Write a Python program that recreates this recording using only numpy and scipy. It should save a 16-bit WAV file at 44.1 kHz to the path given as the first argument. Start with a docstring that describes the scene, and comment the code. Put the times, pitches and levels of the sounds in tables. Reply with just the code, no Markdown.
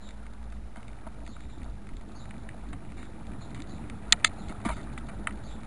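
"""A rough asphalt road, heard by a small camera clamped to a bicycle. Shaped noise makes the hum and rumble of
the frame and the hiss of the tyres. Short fading tones make the ticks, knocks and rattles of the loose housing
and the thuds of the frame. Sparrows are husky gliding whistles. The camera samples slowly and holds each
sample, which mirrors the sound into the treble."""
import sys
import numpy as np
from scipy import signal
from scipy.io import wavfile
from scipy.ndimage import uniform_filter1d

SR = 44100
rng = np.random.default_rng(int(sys.argv[2]) if len(sys.argv) > 2 else 0)


def volts_from_db(level):
    """Convert decibel levels to linear amplitude ratios."""
    exponent = np.asarray(level, float) / 20
    return 10 ** exponent


def unload_wav(signal):
    """Save mono or channel-first audio to the path in sys.argv[1] as 16-bit WAV at rate SR, clipped to [-1, 1]."""
    wavfile.write(
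        sys.argv[1],
        SR,
        np.round(np.clip(np.atleast_2d(signal).T, -1, 1) * 32767).astype(np.int16),
    )


N = 249729  # length in samples


def evened(x):
    """Scales a sound to rms 1."""
    return x / np.sqrt(np.mean(x ** 2) + 1e-20)


def add(mix, start_s, sound):
    """Mixes a sound in at start_s seconds."""
    part = mix[max(round(start_s * SR), 0):][:len(sound)]
    part += sound[:len(part)]


def read(points, hz):
    """Reads a spectrum table at the frequencies hz, along a logarithmic scale."""
    f, value = np.transpose(points)
    return np.interp(np.log(hz + 1), np.log(f + 1), value)


def noise(points, size, patchy_db, flicker_db):
    """Coloured noise of rms 1 with drifting patches and a flicker shared by all frequencies."""
    frames, hz = 4 * N // size + 5, np.fft.rfftfreq(size, 1 / SR)
    real, imaginary, patches = rng.standard_normal((frames, len(hz), 3)).T
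    patches = uniform_filter1d(patches, size=5, axis=0)  # across frequency
    patches = evened(uniform_filter1d(patches, size=6, axis=1))  # across time
    flicker = evened(uniform_filter1d(rng.standard_normal(frames), size=3))
    level_db = read(points, hz)[:, None] + patchy_db * patches + flicker_db * flicker
    spectrum = (real + 1j * imaginary) * volts_from_db(level_db)
    return evened(signal.istft(spectrum, nperseg=size, noverlap=3 * size // 4)[1][:N])


def resonate(x, hz, width):
    """A steady resonance applied twice, rms 1."""
    b, a = signal.iirpeak(hz, hz / width, SR)
    return evened(signal.lfilter(b, a, signal.lfilter(b, a, x)))


def steadied(x, share, size):
    """Takes a share of the chance swell out of narrow noise, so that its level curve leads."""
    power = uniform_filter1d(x ** 2, size) + 0.0011
    return evened(x / power ** (share / 2))


def modes(table, contact_ms=0):
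    """Fading tones of chance phase that swell within a cycle and hold while the contact lasts; peak about 1."""
    t = np.arange(3000) / SR
    after = np.maximum(t - contact_ms / 1000, 0)
    tones = np.zeros(len(t))
    for (hz, db, t60), (detune, phase) in zip(table, rng.random((len(table), 2))):
        swell = (1 - np.exp(-1.2 * hz * t)) ** 2
        tuned_hz = hz * (1 + 0.083 * (detune - .5))
        # the phase is a random part of a turn, from 0 to 1
        tones += volts_from_db(db - 60 * after / t60) * swell * np.cos(2 * np.pi * (tuned_hz * t + phase))
    return tones / np.sqrt(2 * uniform_filter1d(tones ** 2, size=130).max())


# The asphalt under the wheels: t/s, grit level/dB, unevenness level/dB
ROAD_SURFACE = [(0.0, -55.5, -60), (0.03, -55, -56.5), (0.82, -57, -57.5), (0.85, -54.5, -54.5),
                (1.53, -57, -51.5), (1.62, -53.5, -45.5), (1.75, -56, -52), (2.63, -53, -51),
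                (2.76, -55.5, -42), (2.79, -55, -47.5), (2.98, -54, -49), (3.0, -55.5, -44.5),
                (3.1, -53.5, -51), (3.26, -53, -45.5), (3.45, -51.5, -46), (4.63, -50, -49),
                (4.65, -51, -44.5), (5.66, -51.5, -50.5)]


def road(column):
    """One property of the road (1 grit, 2 unevenness) as a gain per sample."""
    rows = np.array(ROAD_SURFACE)
    return volts_from_db(np.interp(np.arange(N) / SR, rows[:, 0], rows[:, column]))


# Dips in the road that set the frame bouncing: t/s, held/s, level/dB
ROAD_DIPS = [(0.14, 0.17, -44), (0.4, .26, -41), (0.9, 0.034, -41.5), (1.08, 0.014, -41.5),
             (1.19, 0.081, -42), (1.35, 0.026, -43), (1.46, 0.007, -40), (1.6, 0.16, -43), (1.94, .01, -47),
             (2.1, .02, -50), (2.27, .02, -46), (2.42, 0.053, -44.5), (2.62, 0.11, -41),
             (2.93, 0.066, -42.5), (3.28, 0.032, -41), (3.47, .38, -46.5), (3.91, .02, -43),
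             (4.09, 0.05, -38.5), (4.48, 0.023, -41), (4.61, .02, -55), (4.71, 0.0045, -31),
             (4.839, 0.22, -41.5), (5.18, 0.027, -38), (5.31, 0.063, -40.5), (5.5, 0.04, -40)]
BETWEEN_DIPS_DB, SWELL_DB_PER_S, SETTLE_DB_PER_S = -49, 281, 247


def dips():
    """Gain of the bounce: it swells into each dip, holds and settles."""
    t = np.arange(0, N, 64) / SR
    s, held, db = np.transpose(ROAD_DIPS)[:, :, None]
    early_s, late_s = np.maximum(s - t, 0), np.maximum(t - s - held, 0)
    shape_db = db - SWELL_DB_PER_S * early_s - SETTLE_DB_PER_S * late_s
    return np.interp(np.arange(N) / SR, t, volts_from_db(np.maximum(shape_db.max(0), BETWEEN_DIPS_DB)))


# The frame on its tyres, one resonance: f/Hz, width/Hz
FRAME_BOUNCE = (52.9, 7.6)


def bounce():
    """The frame springs on its tyres: a narrow low hum that grows in the dips."""
    hum = resonate(rng.standard_normal(N), *FRAME_BOUNCE)
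    return dips() * steadied(hum, 1.0, size=1700)


# Spectrum of the frame's rumble: f/Hz, relative level/dB
RUMBLE_SPECTRUM = [(60, -40), (80, -11), (110, -9), (170, -15.5), (300, -16), (420, -29), (700, -71)]


def rumble():
    """Uneven road shakes the frame, which answers with broad low noise."""
    sound = noise(RUMBLE_SPECTRUM, size=2048, patchy_db=2.5, flicker_db=1.0)
    return volts_from_db(3.0) * road(column=2) * steadied(sound, 0.13, size=1300)


# Air inside the tyre, one resonance: f/Hz, width/Hz, level/dB over the road's grit
TYRE_CAVITY = (212.8, 37, 0.83)


def cavity():
    """Grit keeps the air inside the tyre humming at its own pitch."""
    hz, width, db = TYRE_CAVITY
    hum = steadied(resonate(rng.standard_normal(N), hz, width), 0.13, size=1300)
    return volts_from_db(db) * road(column=1) * hum


# Spectrum of the slow shaking: f/Hz, relative level/dB
SWAY_SPECTRUM = [(8, 5), (20, 3), (35, 2.5), (70, -1), (100, -34), (200, -93)]


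def sway():
    """Slow shaking: very low noise whose level flickers strongly."""
    return volts_from_db(-50) * noise(SWAY_SPECTRUM, size=4096, patchy_db=3.0, flicker_db=7.0)


# Spectrum of the tyre hiss: f/Hz, relative level/dB
HISS_SPECTRUM = [(210, -19), (350, -4), (581, -4), (699, -2.5), (860, -2.5), (1060, -11), (1160, -9.5),
                 (1330, -6.5), (1860, -14), (2340, -17), (3240, -25.5), (3800, -20), (5500, -41),
                 (7150, -66), (12100, -120)]


def hiss():
    """Grit under the tread hisses, following the road."""
    sound = noise(HISS_SPECTRUM, size=512, patchy_db=2.5, flicker_db=0.37)
    return volts_from_db(-0.5) * road(column=1) * sound


# What the housing and clamp ring with, in four groups (hard, dull, woody, bright); the knocks and
# rattles ring it too: f/Hz, relative level/dB, time to fade 60 dB/s
HOUSING_MODES = [
    [(1840, 0.5, 0.017), (2054, 4, 0.014), (2262, 2, 0.016), (2590, 0, 0.0093), (2986, -8.5, 0.026)],
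    [(675, 0, .04), (935, -2, .035)],
    [(1221, 4, 0.017), (1326, 3, 0.018), (1553, 4, 0.008)],
    [(3600, 12.5, 0.0093), (3850, 8, 0.016), (4344, 7, 0.014), (4907, 4, 0.0096)],
]
TICKS_PER_S, TICKS_DB = 230, -8.5  # average rate; level over the road's grit


def ticks():
    """Small jolts at chance moments tick one or another part of the housing."""
    strength = volts_from_db(4 * np.minimum(rng.exponential(1, N), 3))  # 0 to 12 dB
    jolts = strength * (rng.random(N) < TICKS_PER_S / SR)
    part = rng.integers(0, len(HOUSING_MODES), N)
    out = np.zeros(N)
    for k, db in enumerate([-3.5, -4.5, -2.5, -7.5]):
        out += volts_from_db(db) * signal.oaconvolve(jolts * (part == k), modes(HOUSING_MODES[k]))[:N]
    return road(column=1) * volts_from_db(TICKS_DB) * evened(out)


# Sparrow calls, before flutter and echoes: t/s, length/s, top f/Hz, rms level/dB
SPARROW_CHIRPS = [(0, 0.087, 4000, -64), (1.243, 0.11, 4590, -67), (1.39, 0.064, 3870, -69.5),
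                  (1.483, 0.063, 3910, -67.5), (2.14, 0.084, 4600, -62.5), (2.965, 0.086, 4030, -70),
                  (3.399, 0.048, 4090, -61.5), (3.675, 0.058, 4510, -64.5), (3.742, 0.051, 3890, -72),
                  (4.367, 0.085, 4070, -65), (5.429, 0.071, 4510, -65), (5.479, 0.054, 3850, -61.5)]
ONSET_HZ, REST_HZ, SAG_S = 4130, 3380, 0.0372  # pitch before flutter: start, resting pitch, sag time


def sparrows():
    """Rough little whistles glide to a top pitch, sag huskily, then echo off the walls and cars."""
    out = np.zeros(N)
    for s, length, top_hz, db in SPARROW_CHIRPS:
        t = np.arange(round(length * SR)) / SR
        flutter, husk = (evened(uniform_filter1d(v, size=110)[:len(t)]) for v in rng.standard_normal((2, 6000)))
        end_hz = REST_HZ + (top_hz - REST_HZ) * np.exp(-length / SAG_S)
        hz = np.interp(t / length, [0, .25, 1], [ONSET_HZ, top_hz, end_hz])
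        hz = hz * (1 + 0.0486 * flutter * (0.28 + t / length))  # the warble grows
        whistle = np.sin(2 * np.pi * np.cumsum(hz) / SR)
        tone = whistle * (1 + husk) * signal.windows.tukey(len(t), .4)
        add(out, s, volts_from_db(db) * evened(tone))
    t = np.arange(9000) / SR
    # sparse reflections, fading at the rate of 60 dB in 0.32 s
    echoes = rng.standard_normal(len(t)) * (rng.random(len(t)) < .05) * volts_from_db(-60 * t / 0.32)
    return out + volts_from_db(2.5) * signal.oaconvolve(out, echoes / np.linalg.norm(echoes))[:N]


def struck(colour, narrow_db):
    """Gain of each group of modes, falling away from the colour of the blow, to -28.5 dB at the lowest."""
    octaves = np.log2([np.mean(group, axis=0)[0] / 1000 for group in HOUSING_MODES])
    return volts_from_db(np.maximum(-abs(narrow_db) * (octaves - colour) ** 2, -28.5))


# Blows, which favour the modes near their colour: t/s, level/dB before the group gains,
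# colour/octaves above 1 kHz, narrowness/dB per octave squared (its sign is ignored)
HOUSING_KNOCKS = [(0.089, -45.5, 1.8, 5), (0.107, -47, 1.2, 6), (0.2652, -46, 1.1, 11),
                  (0.3352, -53, 2.7, -1), (0.4279, -50, -1, 1), (0.5233, -48, .7, 4.5),
                  (0.7591, -42.5, 0.3, 4.5), (0.7687, -48, 2.8, 14), (0.829, -48, 1.15, 11),
                  (0.8809, -45, 1.5, 20), (0.9307, -52, 1.3, 11), (1.0655, -36, -1.6, 2.5),
                  (1.145, -58, 0, 1), (1.2168, -46.5, -0.2, 16.5), (1.264, -45, 1.5, 19),
                  (1.2758, -46.5, -2.7, 0), (1.365, -40.5, .5, 22), (1.4054, -49.5, 1.5, 13),
                  (1.6317, -52.5, 2.5, 0.5), (1.6611, -43, 0, 22), (1.8694, -46.5, 1, 11),
                  (1.889, -47.5, 1, 8), (1.968, -46, 2.7, 2.5), (2.0106, -51.5, 0.2, 2),
                  (2.255, -49, 0.9, 4), (2.308, -41, 1.2, 20), (2.3408, -47.5, 0.2, 5), (2.381, -53, 2, 12),
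                  (2.489, -37.5, 1.1, 15), (2.7302, -41.5, 0.8, 7), (2.9195, -47, 0.8, 6),
                  (3.028, -43, .7, 9), (3.268, -49.5, 1.5, 5), (3.3179, -51, 0.2, 1.5),
                  (3.372, -56.5, 4, 6), (3.512, -52, 1, 10), (3.546, -42, 1.6, 11), (3.602, -41, 1.5, 20),
                  (3.62, -39.5, 2, 12), (3.898, -39.5, 1.3, 10), (4.1237, -4, 2.23, 9.5),
                  (4.1267, -15.5, 1.9, 3.5), (4.2435, -27, 1.2, 8), (4.2457, -9.5, 1.56, 6),
                  (4.328, -41, -.5, 14), (4.485, -38, 6, 0.5), (4.4932, -49, 2, 3), (4.5224, -39, 0.14, 14),
                  (4.6019, -44, 0.2, 7), (4.652, -31, -0.1, 16), (4.6915, -34.5, 1, 4),
                  (4.7674, -48, -3, 5), (4.871, -45, 0.3, 14), (4.9766, -29.5, 0.83, 39),
                  (5.0902, -48.5, 1, 5.5), (5.1675, -60, -4, 14), (5.2714, -18.5, 0.89, 17.5),
                  (5.3077, -42, 1.15, 22), (5.6328, -49, 0.9, -2)]
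CONTACT_MS = 1.43  # how long a blow presses


def knocks():
    """Each blow rings the four groups of modes according to its colour."""
    out = np.zeros(N)
    for s, db, colour, narrow_db in HOUSING_KNOCKS:
        gains = struck(colour, narrow_db)
        blow = sum(gain * modes(group, CONTACT_MS) for gain, group in zip(gains, HOUSING_MODES))
        add(out, s, volts_from_db(db) * blow)
    return out


# Short chatters of the housing, some of them along with a blow: t/s, length/s,
# rms level/dB before the group gains, colour/octaves above 1 kHz
HOUSING_RATTLES = [(0.765, 0.041, -54.5, -0.25), (1.067, 0.0081, -42.5, -0.96), (2.728, 0.012, -50.5, 0.22),
                   (2.968, 0.1, -59.5, 0.9), (3.552, 0.045, -59.5, 0.92), (4.131, 0.013, -43, -0.46),
                   (4.247, 0.031, -37.5, 1.75), (4.492, 0.029, -52, 0.65), (4.649, 0.031, -40.5, 0.51),
                   (4.686, 0.021, -35.5, -0.19), (4.711, 0.025, -46, 0.56), (4.731, 0.066, -59.5, 2.4),
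                   (4.766, 0.05, -52, 0.27), (4.98, 0.0088, -53.5, 2.3), (5.086, 0.018, -49, 0.13),
                   (5.274, 0.023, -48.5, 0.04)]


def rattles():
    """Quick uneven taps that die away ring the housing's modes."""
    out, draws = np.zeros(N), rng.standard_normal((len(HOUSING_RATTLES), 2, 5000))
    for (s, length, db, colour), (force, chance) in zip(HOUSING_RATTLES, draws):
        progress = np.arange(min(round(length * SR), 5000)) / SR / length
        uneven = force * (0.56 + (chance > 2.2) * 1.85)  # a few taps are much harder
        taps = uneven[:len(progress)] * volts_from_db(-9 * progress)
        for gain, group in zip(struck(colour, narrow_db=4), HOUSING_MODES):
            ringing = signal.oaconvolve(taps, modes(group))[:len(progress) + 400]
            add(out, s, gain * volts_from_db(db) * evened(ringing))
    return out


# A wheel drops on an edge: t/s, peak level/dB
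WHEEL_DROPS = [(0.769, -40), (1.067, -34.5), (1.288, -35), (1.641, -46), (2.74, -57), (3.38, -44),
               (3.729, -33), (3.91, -49), (4.497, -31), (4.656, -19.5), (4.756, -33), (5.191, -37),
               (5.3, -35)]
# What each drop sounds in the frame: f/Hz, relative level/dB, time to fade 60 dB/s
THUD_MODES = [(216.5, -7.5, 0.069), (291, -4, 0.028)]


def thuds():
    """A wheel drops on an edge and thumps the frame, which rings with low fading tones."""
    out = np.zeros(N)
    for s, db in WHEEL_DROPS:
        add(out, s, volts_from_db(db) * modes(THUD_MODES))
    return out


def scene():
    """Everything reaches one microphone."""
    frame = bounce() + rumble() + cavity() + sway()
    tyres = hiss() + ticks()
    return (frame + tyres + sparrows() + knocks() + rattles() + thuds())[None]


def top_cut(x):
    """Nothing passes above the cut-off."""
    return signal.sosfilt(signal.butter(12, 16740, fs=SR, output="sos"), x)


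def record(dry):
    """Slow sampling with an offset, each sample held twice, smooth upsampling, then overload at full scale."""
    slow = signal.resample_poly(dry, 1, 4, axis=1, window=("kaiser", 5)) + .0085  # a quarter of SR
    self_noise = volts_from_db(-69) * rng.standard_normal(slow.shape)  # the recorder's own even hiss
    held = np.repeat(slow + self_noise, 2, axis=1)  # holding makes the mirror image
    held = signal.lfilter([.9, .1], [1], held)  # the top of the mirror image is slightly dulled
    smooth = signal.firwin(255, .497, window=("kaiser", 10))
    full = signal.resample_poly(held, 2, 1, axis=1, window=smooth)
    mix = np.clip(full[:, :N], -1, 1)
    return top_cut(mix)


dry = scene()
out = record(dry)
unload_wav(out)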